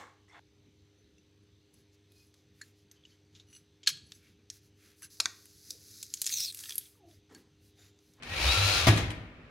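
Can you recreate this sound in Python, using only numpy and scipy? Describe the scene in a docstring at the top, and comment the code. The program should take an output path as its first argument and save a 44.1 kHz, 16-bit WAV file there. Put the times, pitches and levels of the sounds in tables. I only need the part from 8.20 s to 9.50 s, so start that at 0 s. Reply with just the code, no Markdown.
"""Robot arm hitting its stop

A robot arm retracts in a workshop: gear meshing whines, random tooth clashes rattle, the frame drones.
At the end stop, bursts of decaying coloured noise make the clunk and the clicks of loose parts.
Decaying sine modes thump the chassis and ring the metal tubes, and low noise booms after them.
Noise tails convolved with the motor and the hits form the hall, over a low steady background.
"""
import sys
import numpy as np
from scipy import signal
from scipy.fft import rfft, irfft, next_fast_len
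from scipy.io import wavfile
from scipy.ndimage import map_coordinates

SR = 44100
rng = np.random.default_rng(int(sys.argv[2]) if len(sys.argv) > 2 else 0)


def store_wav(level_fs):
    """Save 16-bit WAV to argv[1]."""
    pcm = np.round(np.clip(np.atleast_2d(level_fs), -1, 1) * 32767)
    wavfile.write(sys.argv[1], SR, pcm.T.astype(np.int16))


N = 57330


def amp(db):
    """Decibel law: the amplitude gain of a level in dB."""
    return 10 ** (np.asarray(db) / 20)


def unit(x):
    """Normalisation: x scaled to an rms of 1."""
    return x / np.sqrt(np.mean(x ** 2) + 1e-20)


def clock():
    """Sampling: the time of each sample in seconds."""
    return np.arange(N) / SR


def along(points, hz):
    """Interpolation of (Hz, value) points on a logarithmic frequency axis."""
    point_hz, value = np.transpose(points)
    return np.interp(np.log(hz + 1), np.log(point_hz + 1), value)


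def curves(rows):
    """Linear interpolation in time: one curve for each column after the seconds."""
    seconds, *columns = np.transpose(rows)
    return [np.interp(clock(), seconds, column) for column in columns]


def wobble(rate):
    """Band-limited fluctuation: a spline through random knots, rate of them a second."""
    return map_coordinates(rng.standard_normal(N), [clock() * rate])


def phase(hz):
    """Phase in radians as the running integral of a frequency."""
    return 2 * np.pi * np.cumsum(hz) / SR


def filtered(x, response):
    """Linear filtering: the spectrum of x times a response of frequency."""
    size = next_fast_len(N + SR // 2)
    spectrum = rfft(x, size) * response(np.fft.rfftfreq(size, 1 / SR))
    return irfft(spectrum, size)[..., :N]


def coloured(x, colour):
    """Spectral shaping: x filtered through (Hz, dB) points, then set to an rms of 1."""
    return unit(filtered(x, lambda hz: amp(along(colour, hz))))


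# Likeness of the two sides. Each row: frequency in Hz, left-right correlation from 0 to 1.
LIKENESS = [(100, 0.96), (250, .94), (550, 0.86), (1000, 0.31), (2500, 0.12), (5000, 0.11), (15000, 0.074)]


def stereo_noise():
    """Interaural coherence: white noise, alike on both sides in the bass and less so in the treble."""
    def mid_side_gains(hz):
        angle = np.arccos(np.clip(along(LIKENESS, hz), 0, 1)) / 2
        return np.array([np.cos(angle), np.sin(angle)])

    mid, side = filtered(rng.standard_normal((2, N)), mid_side_gains)
    return np.array([mid + side, mid - side])


def struck(start_s, t60, attack_s):
    """Damped response: a fast rise at start_s, then an exponential fall of 60 dB in t60 seconds."""
    age = np.maximum(clock() - start_s, 0)
    return (1 - np.exp(-age / attack_s)) * np.exp(-np.log(1000) * age / t60)


def with_echoes(x, response, echo_db):
    """Superposition: direct sound plus its convolution with a response, at a near-constant power."""
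    echoes = signal.fftconvolve(np.atleast_2d(x), response / np.linalg.norm(response[0]), axes=1)[:, :N]
    return (x + amp(echo_db) * echoes) / np.hypot(1, amp(echo_db))


# Background spectrum. Each row: frequency in Hz, relative level in dB.
BACKGROUND = [(15, -55), (25, -23.5), (167, -15), (196, -19.5), (243, -11), (271, -21.5), (515, -23.5),
              (978, -33.5), (1240, -26), (2240, -29), (2560, -28.5), (2780, -32.5), (15000, -73.5)]
BACKGROUND_DB = -53.5  # rms level


def background():
    """Stationary noise: random sound with a fixed, mostly low spectrum."""
    return amp(BACKGROUND_DB) * coloured(stereo_noise(), BACKGROUND)


# Reverberation of the hall. Each row: frequency in Hz, t60 in seconds.
HALL = [(100, 0.6), (500, 0.83), (2000, 0.81), (4000, 0.58), (8000, 0.38), (15000, 0.26)]
MOTOR_WET_DB, HIT_WET_DB = -4.5, -7.5  # tail gain against the direct sound


def hall(x, wet_db):
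    """Reverberation: a noise tail in which each frequency decays at its own speed."""
    hz, t, spectrum = signal.stft(stereo_noise(), SR, nperseg=256)
    decay = np.exp(-np.log(1000) * t / along(HALL, hz)[:, None])
    tail = signal.istft(spectrum * decay, SR, nperseg=256)[1][:, :N]
    return with_echoes(x, tail, wet_db)


EARLY_T60 = 0.058  # seconds


def scattered(x, echo_db):
    """Early reflection: a mono source heard directly and off the nearby floor and benches."""
    return with_echoes(x, stereo_noise() * struck(0, EARLY_T60, 0.0028), echo_db)


# Left-right balance of the robot. Each row: frequency in Hz, left minus right in dB.
LEAN = [(200, 0.5), (700, 0.1), (1400, 2), (3000, 4), (4200, 2), (5700, 8.5), (7900, 20.5), (10800, 4),
        (14000, 0.5)]


def left_of_centre(x):
    """Level-difference panning: the left side is stronger by an amount set at each frequency."""
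    def side_gains(hz):
        gains = amp(np.array([[.5], [-.5]]) * along(LEAN, hz))
        return gains / np.sqrt(np.mean(gains ** 2, axis=0))

    return filtered(x, side_gains)


# Drive effort. Each row: time in seconds, relative level in dB.
EFFORT = [(.02, -50), (.05, -45), (.095, -40.5), (.15, -33.5), (.18, -31.5), (.25, -28), (.32, -28),
          (.42, -28), (.5, -27.5), (.58, -27), (.625, -30), (.665, -34)]
START_S, STOP_S = 0.031, .675  # seconds
RUNDOWN_S = 0.074  # time constant in seconds


def rundown():
    """Exponential relaxation: motion dies away after the end stop."""
    return np.exp(-np.maximum(clock() - STOP_S, 0) / RUNDOWN_S)


def effort():
    """Amplitude envelope of the drive: it switches on, works, and dies at the end stop."""
    level_db, = curves(EFFORT)
    return amp(level_db) * (clock() > START_S) * rundown()


# Frame drone. Each row: time in seconds, pitch in Hz, relative level in dB.
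DRONE = [(.03, 92.5, -83), (.09, 97.8, -58), (.125, 95.5, -36.5), (.175, 79.3, -64), (.21, 53.7, -35.5),
         (.255, 63.4, -29.5), (.29, 67, -25.5), (.335, 71.2, -46), (.38, 97.5, -30), (.455, 101, -28.5),
         (.51, 97, -34), (.59, 87.6, -70), (.64, 81.4, -30), (.675, 88, -40), (.70, 88, -79.5)]
# Spectrum of the shaking. Each row: frequency in Hz, relative level in dB.
SHAKE = [(20, -36), (45, 2), (65, 9), (105, 0.5), (155, -6), (200, -28), (300, -28), (900, -83.5)]
SHAKE_DB = -10  # relative to the drive effort


def frame():
    """Forced vibration: the moving arm makes the frame drone at a gliding pitch and shake."""
    hz, level_db = curves(DRONE)
    drone = np.sqrt(2) * np.sin(phase(hz)) * amp(level_db + 1.3 * wobble(40)) * rundown()
    shake = coloured(rng.standard_normal(N), SHAKE)
    return drone + amp(SHAKE_DB) * effort() * shake


# Chassis modes. Each row: frequency in Hz, relative level in dB, t60 in seconds.
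CHASSIS = [(105.2, -9, 0.24), (96.2, -28.5, 0.81), (163.9, -30.5, 0.68), (239.5, -42.5, .5),
           (309.7, -34, 0.55), (385, -40.5, 0.63)]
# Thumps on the chassis. Each row: start in seconds, strength in dB added to every mode.
THUMPS = [(.670, -7.5), (0.6859, 0.5), (0.7336, -14.5), (.828, -20), (.879, -19), (1.008, -26.5)]
THUMP_ATTACK_S = .003  # rise time constant in seconds
# Floor boom spectrum. Each row: frequency in Hz, relative level in dB.
BOOM = [(20, -26), (45, -1), (80, -0.5), (115, -8.5), (165, -7.5), (200, -13.5), (240, -12), (310, -13),
        (500, -21), (1500, -58)]
BOOM_DB, BOOM_T60 = -25.5, 0.94  # level before the envelope; seconds


def chassis():
    """Modal excitation: the chassis thumps at the stop and as the arm rocks back; the floor booms."""
    modes = 0
    for start_s, strength_db in THUMPS:
        for hz, db, t60 in CHASSIS:
            swing = -np.sin(2 * np.pi * hz * (clock() - start_s))
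            modes = modes + amp(strength_db + db) * struck(start_s, t60, THUMP_ATTACK_S) * swing
    boom = struck(STOP_S, BOOM_T60, .01) * coloured(stereo_noise(), BOOM)
    return modes + amp(BOOM_DB) * boom


# Metal tube modes. Each row: frequency in Hz, relative level in dB, t60 in seconds.
TUBES = [(708, -39, 0.27), (1170, -35, 0.25), (1685, -31.5, 0.39), (1870, -38, 0.47), (2476, -32.5, 0.41),
         (2714, -34.5, 0.47), (3897, -33.5, .3), (5640, -48, 0.25), (6700, -46, 0.57), (10460, -42.5, 0.37)]
RING_S = .6805  # start in seconds
RING_WAVER = .4  # random phase swing in radians


def tubes():
    """Free vibration: the stop leaves the metal ringing, with a different phase on each side."""
    side_phase = rng.random((2, 1)) * np.pi / 2
    ring = 0
    for hz, db, t60 in TUBES:
        angle = 2 * np.pi * hz * clock() + side_phase + RING_WAVER * wobble(69)
        ring = ring + amp(db) * struck(RING_S, t60, .002) * np.sin(angle)
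    return ring


# Loose-part clicks. Each row: start in seconds, relative level in dB, t60 in seconds, treble edge in Hz.
CLICKS = [(.0235, -42.5, 0.09, 7500), (.0325, -39.5, 0.039, 9500), (.7625, -28, 0.028, 18000),
          (.773, -31.5, 0.079, 13000), (.9035, -36, 0.062, 15000), (.914, -43.5, 0.061, 13000)]
# Click spectrum. Each row: frequency in Hz, relative level in dB.
CLICK_COLOUR = [(100, -23), (500, 1), (2500, 12), (5000, 1), (6700, -3), (9500, -1), (12000, -8),
                (15500, -27)]
# End-stop blows. Each row: start in seconds, relative level in dB, t60 in seconds, treble edge in Hz.
BLOWS = [(.6685, -19.5, 0.063, 14000), (.6715, -15, 0.051, 18000), (.6785, -16.5, 0.068, 18000),
         (.6835, -17, 0.11, 13000), (.738, -29.5, 0.056, 9000), (.773, -27, 0.19, 13000)]
# Blow spectrum. Each row: frequency in Hz, relative level in dB.
BLOW_COLOUR = [(40, -16), (90, -12), (160, 5), (200, 1.5), (240, 6), (330, 10), (470, -6), (720, 2),
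               (1200, -1), (1500, -4.5), (1900, 0.5), (2600, -3.5), (3900, -3.5), (5000, -10.5),
               (6700, -9.5), (7800, -16.5), (11000, -20), (15500, -22)]


def contacts(rows, colour):
    """Impact: decaying noise stands for densely packed resonances, cut above a treble edge."""
    hits = 0
    for start_s, db, t60, edge_hz in rows:
        crack = filtered(coloured(stereo_noise(), colour), lambda hz: 1 / np.sqrt(1 + (hz / edge_hz) ** 10))
        hits = hits + amp(db) * struck(start_s, t60, 0.00027) * crack
    return hits


# Housing spectrum. Each row: frequency in Hz, relative level in dB.
HOUSING = [(100, -46), (170, -7), (239, -28), (294, -4), (348, -13), (437, -12), (528, -7.5), (741, -8),
           (1230, -8), (1360, -9), (1490, -5.5), (2020, -8), (2390, -2), (3000, -4.5), (3980, -3),
           (6750, -12), (7710, -19), (9140, -15.5), (15500, -29)]
CLASH_RATE = 1500  # mean clashes a second at top speed
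CLASH_SPREAD_DB = 0.5  # standard deviation of clash strength
HISS_SHARE = 0.74  # share of power that is steady noise, before the housing
SLOW_TILT_DB, KNEE_HZ = -20, 2500  # dB an octave above the knee, in the limit of zero speed
RATTLE_DB = 0.5  # relative to the drive effort
PINION_TEETH, SURGE_DB = 14, 1.84  # the rattle swells once per turn of the motor


def rattle(mesh_hz, speed):
    """Shot noise: random tooth clashes and hiss excite the housing, brighter with speed."""
    struck_now = rng.random(N) < CLASH_RATE * speed / SR
    clashes = struck_now * amp(CLASH_SPREAD_DB * rng.standard_normal(N)) * rng.choice([-1, 1], N)
    knocks = unit(scattered(clashes / np.sqrt(speed), echo_db=-1))
    mixed = np.sqrt(1 - HISS_SHARE) * knocks + np.sqrt(HISS_SHARE) * stereo_noise()
    bright = coloured(mixed, HOUSING)
    dull = filtered(bright, lambda hz: amp(SLOW_TILT_DB * np.log2(np.maximum(hz / KNEE_HZ, 1))))
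    surge_db = SURGE_DB * np.sin(phase(mesh_hz) / PINION_TEETH) + 0.64 * wobble(71)
    return (speed * bright + (1 - speed) * dull) * amp(RATTLE_DB + surge_db)


# Whine partials. Each row: multiple of the tooth rate, relative level in dB,
# flutter at full speed as a share of the pitch.
WHINE = [(1, -.5, .013), (2, -2.5, .0045), (3, -.5, .0035), (4, -5, .004)]
# Level of the whine. Each row: time in seconds, change of level in dB.
WHINE_LEVEL = [(.05, -2), (.24, -2), (.29, 2), (.33, 1), (.37, -1.5), (.46, .5), (.53, -2), (.6, -1.5),
               (.66, -6)]
# Radiation of tones by the gearbox. Each row: frequency in Hz, gain in dB.
GEARBOX = [(600, -36), (800, -23), (1080, -17), (1250, -16), (1340, -11.5), (1390, -13), (1480, -19),
           (1650, -19), (1900, -11), (2150, -19), (2560, -10), (2720, -11), (2900, -18), (3400, -21),
           (3720, -6), (4020, -7), (4400, -13), (5500, -20)]
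FLUTTER_RATE = 220  # random knots a second
WHINE_ECHO_DB = -8  # against the direct sound


def whine(mesh_hz, speed):
    """Harmonic radiation: multiples of the tooth rate sound through the gearbox at a changing level."""
    change_db, = curves(WHINE_LEVEL)
    tones = 0
    for multiple, db, flutter in WHINE:
        hz = multiple * mesh_hz
        level_db = db + change_db + along(GEARBOX, hz) + 2.1 * wobble(34.3)
        fluttering_hz = hz * (1 + flutter / speed * wobble(FLUTTER_RATE))
        tones = tones + amp(level_db) * np.sqrt(2) * np.sin(phase(fluttering_hz))
    return scattered(tones, WHINE_ECHO_DB)


# Gear mesh. Each row: time in seconds, tooth rate in Hz.
MESH = [(0, 590), (.06, 605), (.15, 645), (.195, 820), (.24, 1080), (.275, 1225), (.295, 1250),
        (.315, 1328), (.35, 1358), (.41, 1320), (.45, 1360), (.495, 1405), (.54, 1385), (.58, 1310),
        (.61, 1225), (.665, 1080)]


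def gears():
    """Gear meshing: one tooth rate governs both the whine and the rattle of the motor."""
    mesh_hz, = curves(MESH)
    speed = mesh_hz / mesh_hz.max()
    return effort() * (rattle(mesh_hz, speed) + whine(mesh_hz, speed))


def scene():
    """Superposition of sources: the arm works to the left of centre, in a quiet hall."""
    hits = contacts(BLOWS, BLOW_COLOUR) + contacts(CLICKS, CLICK_COLOUR)
    reverberant = hall(gears(), MOTOR_WET_DB) + hall(hits, HIT_WET_DB)
    robot = reverberant + tubes() + frame() + chassis()
    return left_of_centre(robot) + background()


TOP_HZ = 15800


def record(dry):
    """Band limiting: nothing is kept from the top frequency upwards."""
    return filtered(dry, lambda hz: hz < TOP_HZ)


dry = scene()
out = record(dry)
store_wav(out)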